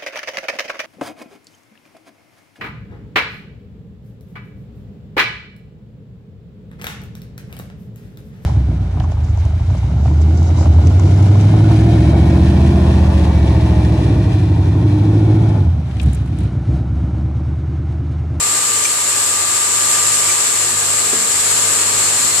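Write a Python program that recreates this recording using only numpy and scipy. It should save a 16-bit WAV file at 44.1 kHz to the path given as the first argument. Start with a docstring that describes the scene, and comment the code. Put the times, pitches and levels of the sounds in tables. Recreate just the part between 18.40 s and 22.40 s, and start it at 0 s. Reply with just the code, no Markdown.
"""A steady, bright hiss of suction fills a workshop: a skate sharpening machine is idling.
Its fan pulls air through ringing ducts and a whistling intake and sets the casing droning;
the motor whines and the housing hums near mains multiples, all swelling and sinking a little.
A hand stone rasps and clinks along a skate blade, then knocks down onto a wooden shelf."""
import sys
import numpy as np
from scipy import signal
from scipy.fft import rfft, irfft
from scipy.io import wavfile

SR = 44100
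rng = np.random.default_rng(int(sys.argv[2]) if len(sys.argv) > 2 else 0)


def wrap_up_sound(samples):
    """Save the sound to the file named by the first command line argument, as 16-bit audio."""
    columns = np.atleast_2d(samples).T
    # keep every value between -1 and 1, then stretch to whole-number steps
    tamed = np.clip(columns, -1, 1)
    steps = np.round(tamed * 32767).astype(np.int16)
    wavfile.write(sys.argv[1], SR, steps)


N = 176400
TIME, BIN_HZ = np.arange(N) / SR, np.arange(N // 2 + 1) * SR / N


def suction():
    """The fan's rushing air rings the ducts; the bed swells slowly and turbulence flutters the hiss."""
    # colour of the rushing air: f/Hz, left density/(dB per Hz), right density/(dB per Hz)
    air_colour = [(20, -89.8, -88.6), (28, -89.2, -87.8), (42, -80, -77), (80, -70, -70),
                  (124, -66.5, -66.5), (192, -74.5, -71.5), (275, -64.5, -64.5), (442, -62, -61),
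                  (505, -61.5, -63), (807, -64, -64), (906, -59.5, -59.5), (1250, -61, -63.5),
                  (1470, -61, -65.5), (1590, -63, -56.5), (1780, -62, -59.5), (2640, -61, -59),
                  (3200, -61, -61), (4100, -60.5, -61.5), (4300, -57, -60), (4800, -58.5, -65),
                  (5400, -58, -58.5), (5980, -57.5, -67), (6450, -57, -56.5), (7110, -47, -54.5),
                  (7470, -45.5, -47.5), (7950, -47.5, -51), (8420, -55.5, -51), (9850, -61.4, -61),
                  (11400, -65.5, -64.5), (12600, -67, -65.5), (13420, -74, -71), (14400, -86, -86)]
    # narrow fan and duct resonances: f/Hz, width/Hz, left level/dB, right level/dB
    duct_modes = [(362, 4.5, -65, -59), (981, 5.6, -47, -46.5), (1240, 8.8, -48, -40.5),
                  (1269, 4.8, -43, -50), (1376, 5, -69, -42.5), (1395, 8.1, -64, -44), (1570, 22, -53, -49),
                  (1638, 10, -41.5, -54), (1716, 15, -41.5, -52), (6960, 18, -37, -44),
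                  (7280, 14, -40, -36), (7050, 14, -55, -42), (7470, 18, -38, -49), (7400, 18, -32, -46),
                  (7690, 24, -27.5, -40), (8270, 65, -47, -29)]
    # slow swell of the air: t/s, hiss gain/dB, low rush gain/dB
    swell = [(0, -0.5, 0), (.6, -1, -1), (1.2, -0.6, -0.9), (1.5, 0.6, 0.5), (1.9, 0.5, 0.2),
             (2.35, -0.5, -0.5), (2.8, -1, 0), (3.15, 0.9, 1), (3.6, 0.45, 1.5), (4, 1, 0.5)]
    crossover_hz, flutter_db = 1600, 0.55
    air = stereo_noise() * from_db(in_frequency(air_colour)) * np.sqrt(SR / 2) * reflections()
    spectrum = air + rfft(air_ring(duct_modes))
    low_share = 1 / (1 + (BIN_HZ / crossover_hz) ** 2)
    hiss_db, rush_db = in_time(swell)
    hiss = irfft(spectrum * (1 - low_share), N) * from_db(hiss_db + flutter_db * drift(per_s=15))
    rush = irfft(spectrum * low_share, N) * from_db(rush_db)
    return hiss + rush


def motor_whine():
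    """Motor tones wander together in pitch; moving surfaces make them fade differently at each ear."""
    # whine and its side tones: f/Hz, left level/dB, right level/dB
    tones = [(1127, -52, -50), (1191, -38.5, -32), (1252, -47, -46.5), (1293, -43, -54)]
    # level ride of the whine: t/s, gain/dB
    ride = [(0, 2), (.35, 0.5), (.5, 0), (.75, -0.5), (1.05, 2), (1.3, .5), (1.55, 4), (1.9, 2), (2.1, -1),
            (2.7, -2.5), (2.95, -3.5), (3.35, -0.5), (3.7, -2), (4, -5)]
    waver_db, scatter_share, fades_per_s = 0.5, 0.18, 5.7
    wander_hz = 0.75 * drift(per_s=1.54)
    level = from_db(in_time(ride) - waver_db * drift(per_s=7))
    out = 0
    for hz, left_db, right_db in tones:
        scatter = np.array([drift(fades_per_s) + 1j * drift(fades_per_s) for ear in range(2)])
        tone = np.exp(2j * np.pi * (np.cumsum(hz + wander_hz) / SR + rng.random()))
        fading_tone = np.real(tone * (level + scatter_share * scatter / np.sqrt(2)))
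        out += from_db([[left_db], [right_db]]) * np.sqrt(2) * fading_tone
    return out


def blade_rasps():
    """The stone's grit ticks densely over the steel edge during each short stroke."""
    # strokes along the blade: t/s, length/s, level/dB
    strokes = [(0.421, 0.039, -20), (1.44, .04, -24), (1.514, .065, -25), (1.722, 0.094, -23),
               (1.88, 0.052, -20), (1.999, 0.013, -17)]
    # colour of the rasp: f/Hz, relative level/dB
    colour = [(500, -30), (2000, -7), (4000, -8), (5400, -4), (7000, 5), (8500, -4), (11500, -10),
              (14000, -24)]
    grits_per_s, spread_db = 1800, 6.5
    ticks = (rng.random((2, N)) < grits_per_s / SR) * rng.choice([-1, 1], (2, N))
    grit = ticks * from_db(spread_db * rng.standard_normal((2, N)))
    rasp = rms_one(irfft(rfft(grit) * from_db(in_frequency(colour)), N))
    envelope = sum(from_db(db) * pressure(start, length) for start, length, db in strokes)
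    return panned(left_lead_db=8) * rasp * envelope


def blade_clinks():
    """Each catch of the stone drives one resonance of the blade, which the hand quickly damps."""
    # catches: t/s, length/s, f/Hz, level/dB, roughness/(0-1), left minus right/dB
    catches = [(0.436, .027, 6223, -19, .5, 2), (0.449, 0.01, 2380, -14.5, 0.73, -5),
               (1.792, .008, 5500, -19, 0.2, 3), (1.89, 0.01, 2330, -18, 0.27, -9),
               (1.92, .008, 4700, -20, .3, 3)]
    t60_s, relative_width = 0.04, 0.099
    pole = from_db(-60 / (t60_s * SR))
    out = 0
    for start, length, hz, db, roughness, pan_db in catches:
        envelope = signal.lfilter([1 - pole], [1, -pole], pressure(start, length) + 1e-18)
        scuff = resonate(rng.standard_normal((2, N)), hz, relative_width * hz)
        ping = np.sqrt(2) * np.sin(2 * np.pi * hz * TIME)
        out += from_db(db) * panned(pan_db) * envelope * (roughness * scuff + (1 - roughness) * ping)
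    return out


def shelf_knocks():
    """The stone lands with a short clack and settles, ringing the wooden shelf."""
    # landing and two softer bumps: t/s, level/dB
    knocks = [(2.731, -19.5), (2.757, -28), (2.814, -32)]
    # modes of the shelf: f/Hz, relative level/dB, t60/s
    modes = [(196, -13.5, 0.84), (261, -3.5, 0.14), (352, -3, 0.054), (423, 0, 0.065), (690, -9, 0.047)]
    clack_db, low_cut_hz = -3, 240
    out = 0
    for start, db in knocks:
        age = np.maximum(TIME - start, 0)
        contact = (age > 0) * decay(age, t60_s=0.06) * rng.standard_normal((2, N))
        out += from_db(db + clack_db) * resonate(contact, hz=620, width_hz=310)
        for hz, mode_db, t60_s in modes:
            out += from_db(db + mode_db) * decay(age, t60_s) * np.sin(2 * np.pi * hz * age)
    return signal.sosfilt(signal.butter(2, low_cut_hz, "high", fs=SR, output="sos"), out)


def intake_whistle():
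    """Air rings the intake: a faint, breathy whistle that comes and goes, strongest at the end."""
    # intake resonances: f/Hz, width/Hz, left level/dB, right level/dB
    modes = [(4130, 40, -47, -51), (4236, 10, -39.5, -41.5), (4260, 13, -50, -50), (4340, 47, -46, -50)]
    # level ride of the whistle: t/s, gain/dB
    ride = [(0, 3), (.85, -3), (1.04, 6), (1.2, -2), (1.8, -3), (2.3, -2), (2.55, 3), (2.78, -4),
            (3.2, 4.5), (3.5, 2.5), (3.88, 6), (4, 7)]
    return air_ring(modes) * from_db(in_time(ride))


def mains_hum():
    """The housing hums near mains multiples, wavering, dead centre."""
    # hum partials: f/Hz, level/dB
    partials = [(100, -42.5), (150.8, -48.5)]
    # level ride of the hum: t/s, gain/dB
    ride = [(0, 1), (.65, -3), (1.3, -2), (1.55, 1.5), (1.87, 2.5), (2.03, -6), (2.25, 3), (2.6, 1.5),
            (2.75, -4), (3.3, 3), (3.8, 0), (3.93, 4)]
    waver_db = 1
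    out = 0
    for hz, db in partials:
        level = from_db(db + in_time(ride) + waver_db * drift(per_s=2.4))
        out += level * np.sqrt(2) * np.sin(2 * np.pi * (hz * TIME + rng.random()))
    return out


def casing_drone():
    """Turbulence makes the fan casing boom faintly, building toward the end."""
    # casing resonances: f/Hz, width/Hz, left level/dB, right level/dB
    modes = [(200, 16, -54.5, -52.5), (245.4, 8.9, -49.5, -53), (406.4, 6.3, -54, -48.5),
             (455, 2.5, -50, -44.5)]
    # level ride of the drone: t/s, gain/dB
    ride = [(0, -5), (2.2, -3), (2.6, -2.5), (2.95, 2), (3.3, 3), (4, 4)]
    return air_ring(modes) * from_db(in_time(ride))


def reflections(count=12, total_db=-6.5, delay_scale_s=0.011):
    """Early echoes off bench and walls comb a fine ripple into the spectrum at each ear."""
    echoes = np.zeros((2, N))
    for ear in echoes:
        polarity = rng.choice([-1, 1], count)
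        delays_s = delay_scale_s * (0.5 + 2 * rng.random(count))
        ear[(delays_s * SR).astype(int)] = polarity
    return rms_one(np.abs(1 + from_db(total_db) / np.sqrt(count) * rfft(echoes)))


def air_ring(modes):
    """Narrow resonances kept ringing by turbulence."""
    turbulence = irfft(stereo_noise(), N)
    return sum(from_db([[left_db], [right_db]]) * rms_one(resonate(turbulence, hz, width_hz))
               for hz, width_hz, left_db, right_db in modes)


def stereo_noise():
    """Spectrum of white noise, centred in the bass and wide in the treble."""
    # likeness of the air at the two ears: f/Hz, correlation/(0-1)
    likeness = [(60, 1), (110, 0.77), (200, 1), (370, 0.89), (680, 0.62), (1240, 0.37), (2280, 0.03),
                (4200, .01)]
    alike = in_frequency(likeness)
    mid, side = rfft(rng.standard_normal((2, N)))
    return np.sqrt((1 + alike) / 2) * mid + np.sqrt((1 - alike) / 2) * side * [[1], [-1]]


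def resonate(x, hz, width_hz):
    """Two-pole resonance that keeps the rms of white noise."""
    r = np.exp(-np.pi * width_hz / SR)
    feedforward = np.sqrt((1 - r * r) / 2) * np.array([1, 0, -1])
    feedback = [1, -2 * r * np.cos(2 * np.pi * hz / SR), r * r]
    return signal.lfilter(feedforward, feedback, x + 1e-18)


def drift(per_s):
    """Slow random motion of unit rms."""
    hop, run_in = 40, 2000
    r = np.exp(-2 * np.pi * per_s * hop / SR)
    noise = rng.standard_normal(N // hop + run_in + 2)
    slow = signal.lfilter([1], [1, -2 * r, r * r], noise)[run_in:]
    return np.interp(np.arange(N) / hop, np.arange(len(slow)), rms_one(slow))


def pressure(start, length):
    """Force of one contact: it rises, holds and lets go."""
    progress = np.clip((TIME - start) / length, 0, 1)
    return np.sqrt(np.abs(np.sin(np.pi * progress)))


def decay(age, t60_s):
    """Exponential tail with a floor at -120 dB."""
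    return from_db(-60 * np.minimum(age / t60_s, 2))


def panned(left_lead_db):
    """Left and right gains for a level difference."""
    return from_db([[left_lead_db / 2], [-left_lead_db / 2]])


def in_time(rows):
    """Columns of a time table at every sample."""
    times, *columns = np.transpose(rows)
    return np.array([np.interp(TIME, times, column) for column in columns])


def in_frequency(rows):
    """Columns of a spectrum table at every bin, joined on a log frequency axis."""
    hz, *columns = np.transpose(rows)
    log_bins = np.log(np.maximum(BIN_HZ, 1))
    return np.array([np.interp(log_bins, np.log(hz), column) for column in columns])


def from_db(db):
    """Decibels to gain."""
    return 10 ** (np.asarray(db) / 20)


def rms_one(x):
    """Scale to unit rms."""
    return x / np.sqrt(np.mean(x ** 2) + 1e-20)


def scene():
    """The idling machine as a bed, with the stone work on top."""
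    machine = suction() + casing_drone() + intake_whistle() + motor_whine() + mains_hum()
    return machine + blade_clinks() + blade_rasps() + shelf_knocks()


def record(dry):
    """Clip any peaks above the ceiling and cut the top end steeply."""
    ceiling, cutoff_hz = 0.88, 14500
    clipped = np.clip(dry, -ceiling, ceiling)
    return irfft(rfft(clipped) / np.sqrt(1 + (BIN_HZ / cutoff_hz) ** 400), N)


dry = scene()
out = record(dry)
wrap_up_sound(out)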